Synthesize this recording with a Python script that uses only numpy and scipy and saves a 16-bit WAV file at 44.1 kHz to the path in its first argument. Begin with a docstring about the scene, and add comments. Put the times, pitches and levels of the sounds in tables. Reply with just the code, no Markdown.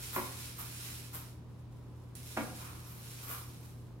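"""Scooping cat litter

A plastic scoop rakes litter in a plastic tub on a wooden floor, in a live room with mains hum.
Grains hiss under the scoop, spray against the wall at stroke ends and trickle off it when lifted.
The edge crunches in; the scoop scrapes the tub floor once and twice knocks the tub, which rings."""
import sys
import numpy as np
from scipy import signal
from scipy.fft import rfft, irfft
from scipy.io import wavfile

SR = 44100
rng = np.random.default_rng(int(sys.argv[2]) if len(sys.argv) > 2 else 0)


def master(y):
    """Save y as 16-bit WAV."""
    cut = np.clip(np.atleast_2d(y).T, -1, 1)
    pcm = np.round(cut * 32767)  # scale
    wavfile.write(sys.argv[1], SR, pcm.astype(np.int16))


N = 176400
T = np.arange(N) / SR

# scoop vigour, one curve per spell of raking: t/s, level/dB
RAKE_SPELLS = [
    [(0, -49.5), (.1, -51), (.2, -51), (.48, -50.5), (.55, -55), (.68, -54), (.86, -48.3), (.98, -52.5),
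     (1.11, -60), (1.2, -58.5), (1.32, -66), (1.39, -80)],
    [(2.16, -59.5), (2.21, -58), (2.3, -53), (2.4, -52.5), (2.52, -55.5), (2.61, -54), (2.78, -60),
     (2.94, -61.5), (3.11, -53.3), (3.23, -58), (3.35, -55.5), (3.47, -62), (3.66, -63.3), (3.9, -80)],
]
# grains on the scoop: f/Hz, relative density/dB
RAKE_SPECTRUM = [(800, -11), (1400, -3), (1860, -4), (2500, -.5), (3400, -3), (4000, 0), (4800, -2.5),
                 (5400, 0), (6400, -3), (7100, -1), (8000, -3), (9500, 0.5), (10600, -2), (11600, 2),
                 (13300, -5), (15800, -7.5)]
# litter sprays against the wall; at 2.55 s the scoop scrapes along the tub floor:
# start/s, rise/s, 20 dB fall/s, level/dB, relative patter/dB, L-R/dB
SPRAYS_AND_SCRAPE = [(.11, 0.048, 0.1134, -37, -8, -1), (.575, 0.018, .1, -40.5, -9.5, -3),
                     (.79, .06, .15, -52, -12, -3), (1.12, .03, .09, -40.5, -9.5, -0.5),
                     (2.55, .1, .26, -57.5, 6, 0), (2.85, 0.023, 0.7, -55.5, -12, -1.5),
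                     (3.215, 0.023, 0.09, -49, -11, -3), (3.24, .09, .095, -41.7, -5.5, -1),
                     (3.6, .04, .12, -63, -4, -3)]
# grains on plastic: f/Hz, relative density/dB
SIZZLE_SPECTRUM = [(1500, -14), (3000, -12), (7000, -11), (9600, -5.5), (10700, -7), (11400, 1), (12500, 3),
                   (13300, -2), (16000, -6.5)]
# response of tub wall or floor: f/Hz, relative density/dB
PATTER_SPECTRUM = [(200, -22), (520, -9), (760, -10), (1050, 1.5), (1350, 0.5), (1800, -11), (2500, -12),
                   (4000, -32)]
# scoop-tub contacts, one list per spot: t/s, level/dB, low-pass f/Hz, relative crack/dB
KNOCK_CONTACTS = [
    [(.1628, -26.5, 2500, -7), (.1705, -33, 450, 0), (.1795, -33.5, 1800, -2), (.198, -38, 1800, 3)],
    [(2.368, -37, 1800, 4), (2.373, -28.5, 3500, 8), (2.3855, -25.5, 350, 0), (2.407, -35, 1100, 2)],
]
# tub modes: f/Hz, level at spot 0/dB, level at spot 1/dB, T60/s
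TUB_MODES = [(228, -12, -8, .2), (269, -9, -5, .22), (320, -20, -15, 0.17), (360.8, -11, -15, .18),
             (509, -23, -8, .18), (575, -10, -11, .12), (740, -17, -8, .12), (952, -8, -12, 0.044),
             (1014, 0, -15, .06), (1067, -2, -14, .055), (1149, -6.5, -8.5, .08), (1396, -8, -3, .08),
             (1648, -17, -10.5, .07), (1900, -17, -13, .04), (2430, -16, -8, 0.05)]
# damped plastic: f/Hz, relative density/dB
THWACK_SPECTRUM = [(100, -22), (220, 2), (600, -2), (850, -3), (1400, -4), (2600, -8), (3400, -20),
                   (8000, -29)]
# edge entering the litter: t/s, level/dB
DIG_BURSTS = [(2.1518, -44), (2.203, -52)]
# grains off the lifted scoop: start/s, rise/s, 20 dB fall/s, level/dB
TRICKLE_BURSTS = [(1.46, .04, 0.3, -74), (1.57, 0.023, 0.04, -73), (1.7, 0.028, 0.31, -70),
                  (1.82, 0.21, .9, -74.5), (3.77, .02, .3, -70)]
# room rumble and hiss: f/Hz, relative density/dB
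AIR_SPECTRUM = [(25, -23), (40, -13), (55, -2), (68, -5), (83, 2), (100, -9), (160, -3.5), (200, -8),
                (290, -8), (420, -14.5), (700, -22), (1020, -21), (1700, -31.5), (4000, -37.5),
                (8000, -44.5), (15000, -49)]
# hum lines: f/Hz, rms level/dB
HUM_LINES = [(56, -66), (83, -59), (120, -50.5), (157, -66.5), (1005, -80)]
# room decay: f/Hz, T60/s
ROOM_DECAY = [(200, .65), (1000, .52), (4000, .47), (9000, 0.3), (15000, .21)]
# diffuse field: f/Hz, L-R correlation
EAR_CORRELATION = [(60, 0.77), (130, .88), (300, 0.6), (600, .78), (1100, .55), (2000, 0.097),
                   (15000, 0.18)]
# microphone mismatch: f/Hz, L-R/dB
MIC_TILT = [(500, 0), (1000, -1), (2000, 0), (4500, 1), (8500, -1.5), (12000, -0.5), (15000, 5)]

SCOOP_GRAINS_PER_S, SCOOP_PAN_DB = 13000, -1.8


def raking(gain_db=4, onset_s=.005, settle_s=.08):
    """Grains rub past the scoop, denser and louder with vigour."""
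    vigour = 0
    for spell in RAKE_SPELLS:
        times, db = np.transpose(spell)
        onset = np.clip((T - times[0]) / onset_s + 2, 0, 1)
        settle = np.exp(-np.maximum(T - times[-1], 0) / settle_s)
        vigour = vigour + from_db(np.interp(T, times, db)) * onset * settle
    flow = np.sqrt(vigour / vigour.max()) + .05
    hits = grains(SCOOP_GRAINS_PER_S * flow) / np.sqrt(flow)
    hiss = butter(coloured(hits, RAKE_SPECTRUM), 790, "high")
    return panned(from_db(gain_db) * vigour * hiss, SCOOP_PAN_DB)


def grains(per_s, spread_db=3.4, clump_db=1.0, clump_hz=28):
    """Tiny uneven collisions in loose clumps; wall scatter gives each ear a random sign."""
    sizes = from_db(spread_db * np.minimum(rng.exponential(1, N), 5))
    occurs = rng.random(N) < per_s / SR
    signs = rng.choice([-1, 1], (2, N))
    return sizes * occurs * signs * from_db(clump_db * drift(clump_hz))


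def sprays_and_scrape():
    """Litter sprays against the wall, or the scoop scrapes the tub floor: grains sizzle, tub patters."""
    hits = grains(per_s=9000)
    sizzle, patter = coloured(hits, SIZZLE_SPECTRUM), coloured(hits, PATTER_SPECTRUM)
    out = 0
    for start_s, rise_s, fall_s, db, patter_db, pan_db in SPRAYS_AND_SCRAPE:
        level = from_db(db) * burst(start_s, rise_s, fall_s)
        out = out + panned(level * (sizzle + from_db(patter_db) * patter), pan_db)
    return out


def knocks(thwack_db=-2, thwack_t60_s=.052):
    """Scoop hits tub: sharp crack, dull thwack of damped plastic, modal ring."""
    out, t = 0, T[:SR // 2]
    crack = butter(1.0 * (t == 0), [600, 2000], "band")
    crack /= np.abs(crack).max()
    thwack_level = from_db(thwack_db - 60 * t / thwack_t60_s)
    for spot, contacts in enumerate(KNOCK_CONTACTS):
        ring = 0
        for k, (hz, *spot_db, t60_s) in enumerate(TUB_MODES):
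            level = from_db(spot_db[spot] - 60 * t / t60_s)
            ring = ring + (-1) ** (k // 2) * level * np.sin(2 * np.pi * hz * t)
        for start_s, db, lowpass_hz, crack_db in contacts:
            thwack = coloured(rng.standard_normal(len(t)), THWACK_SPECTRUM) * thwack_level
            blow = butter(from_db(crack_db) * crack + ring + thwack, lowpass_hz, "low", order=1)
            out = out + np.pad(from_db(db) * blow, (int(start_s * SR), N))[:N]
    return panned(butter(out, 150, "high"), pan_db=-.9)


def digs():
    """Short bright crunch as the edge lands."""
    crunch = unit_rms(butter(grains(SCOOP_GRAINS_PER_S), [7000, 13000], "band", order=1))
    level = sum(from_db(db) * burst(start_s, rise_s=.00089, fall_s=.011) for start_s, db in DIG_BURSTS)
    return panned(level * crunch, pan_db=-8)


def trickle():
    """Sparse grains fall off the lifted scoop."""
    level = sum(from_db(db) * burst(*timing_s) for *timing_s, db in TRICKLE_BURSTS)
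    return panned(level * coloured(grains(per_s=2500), RAKE_SPECTRUM), SCOOP_PAN_DB)


def room_echoes(x, gap_s=.0031, early_t60_s=.13):
    """Strong early echoes, then a diffuse tail; treble dies first. New pattern per call."""
    tail, t = 0, T[:SR * 2 // 3]
    edges_hz = np.geomspace(100, 20000, 10)
    noises = diffuse(len(t)), diffuse(len(t))
    for k, (low, high) in enumerate(zip(edges_hz, edges_hz[1:])):
        t60_s = at_hz(ROOM_DECAY, np.sqrt(low * high))
        tail = tail + butter(noises[k % 2], [low, high], "band") * from_db(-60 * t / t60_s)
    onset = np.clip(t / gap_s - 1, 0, 1)
    early_boost = 1 + from_db(-60 * t / early_t60_s)
    response = unit_rms(tail * onset * early_boost) / np.sqrt(len(t))
    return signal.fftconvolve(x, response, axes=1)[:, :N]


def moving_echoes(x, places_per_s=22, count=3):
    """The scoop travels: cyclic crossfade between echo patterns."""
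    offset = T * places_per_s - np.arange(count)[:, None]
    distance = np.abs((offset + count / 2) % count - count / 2)
    shares = np.cos(np.pi / 2 * np.minimum(distance, 1))
    return sum(room_echoes(x * share) for share in shares)


def at_ears(x, echoes, wet_db, right_lead_s=.00013):
    """Direct sound, right ear first, plus echoes."""
    left = np.pad(x[0], (round(right_lead_s * SR), 0))[:N]
    wet = from_db(wet_db)
    return (np.array([left, x[1]]) + wet * echoes) / np.hypot(1, wet)


def background(air_db=-53.7):
    """Room rumble, faint hiss, appliance hum."""
    hum = sum(np.sqrt(2) * from_db(db) * np.sin(2 * np.pi * (hz * T + rng.random()))
              for hz, db in HUM_LINES)
    return from_db(air_db) * coloured(diffuse(N), AIR_SPECTRUM) + hum


def diffuse(size):
    """Stereo noise, correlated in the bass, barely so in the treble."""
    alike = at_hz(EAR_CORRELATION, np.fft.rfftfreq(size, 1 / SR))
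    mid, side = rfft(rng.standard_normal((2, size)))
    return irfft(np.sqrt(1 + alike) * mid + np.sqrt(1 - alike) * np.array([side, -side]), size)


def drift(hz):
    """Slow random wander, unit rms."""
    pole = np.exp(-2 * np.pi * hz / SR)
    return unit_rms(signal.lfilter([1], [1, -2 * pole, pole * pole], rng.standard_normal(N + SR))[SR:])


def burst(start_s, rise_s, fall_s):
    """Smooth rise, then -20 dB per fall_s."""
    rise = np.sin(np.pi / 2 * np.clip((T - start_s) / rise_s, 0, 1)) ** 2
    return rise * from_db(-20 * np.maximum(T - start_s - rise_s, 0) / fall_s)


def coloured(x, spectrum):
    """Spectral shaping to unit rms."""
    n = x.shape[-1]
    gain = from_db(at_hz(spectrum, np.fft.rfftfreq(n, 1 / SR)))
    return unit_rms(irfft(rfft(x) * gain, n))


def butter(x, hz, kind, order=2):
    """Causal Butterworth filter."""
    return signal.sosfilt(signal.butter(order, hz, kind, fs=SR, output="sos"), x + 1e-18)


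def at_hz(table, hz):
    """Table lookup over log frequency."""
    table_hz, values = np.transpose(table)
    return np.interp(np.log(np.maximum(hz, 1)), np.log(table_hz), values)


def panned(x, pan_db):
    """Pan by L-R level."""
    return x * from_db([[pan_db / 2], [-pan_db / 2]])


def from_db(db):
    return 10 ** (np.asarray(db) / 20)


def unit_rms(x):
    return x / np.sqrt(np.mean(x ** 2) + 1e-20)


def scene():
    """Litter and tub in the room, over the background."""
    litter = raking() + trickle() + sprays_and_scrape() + digs()
    tub = knocks()
    tub_in_room = at_ears(tub, room_echoes(tub), wet_db=-2)
    litter_in_room = at_ears(litter, moving_echoes(litter), wet_db=-1.5)
    return litter_in_room + tub_in_room + background()


def record(dry, cutoff_hz=15900):
    """Microphone mismatch, then a steep low-pass."""
    tilt_db = at_hz(MIC_TILT, np.fft.rfftfreq(N, 1 / SR))
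    heard = irfft(rfft(dry) * from_db([tilt_db / 2, -tilt_db / 2]), N)
    return signal.sosfilt(signal.ellip(12, .1, 80, cutoff_hz, fs=SR, output="sos"), heard)


dry = scene()
out = record(dry)
master(out)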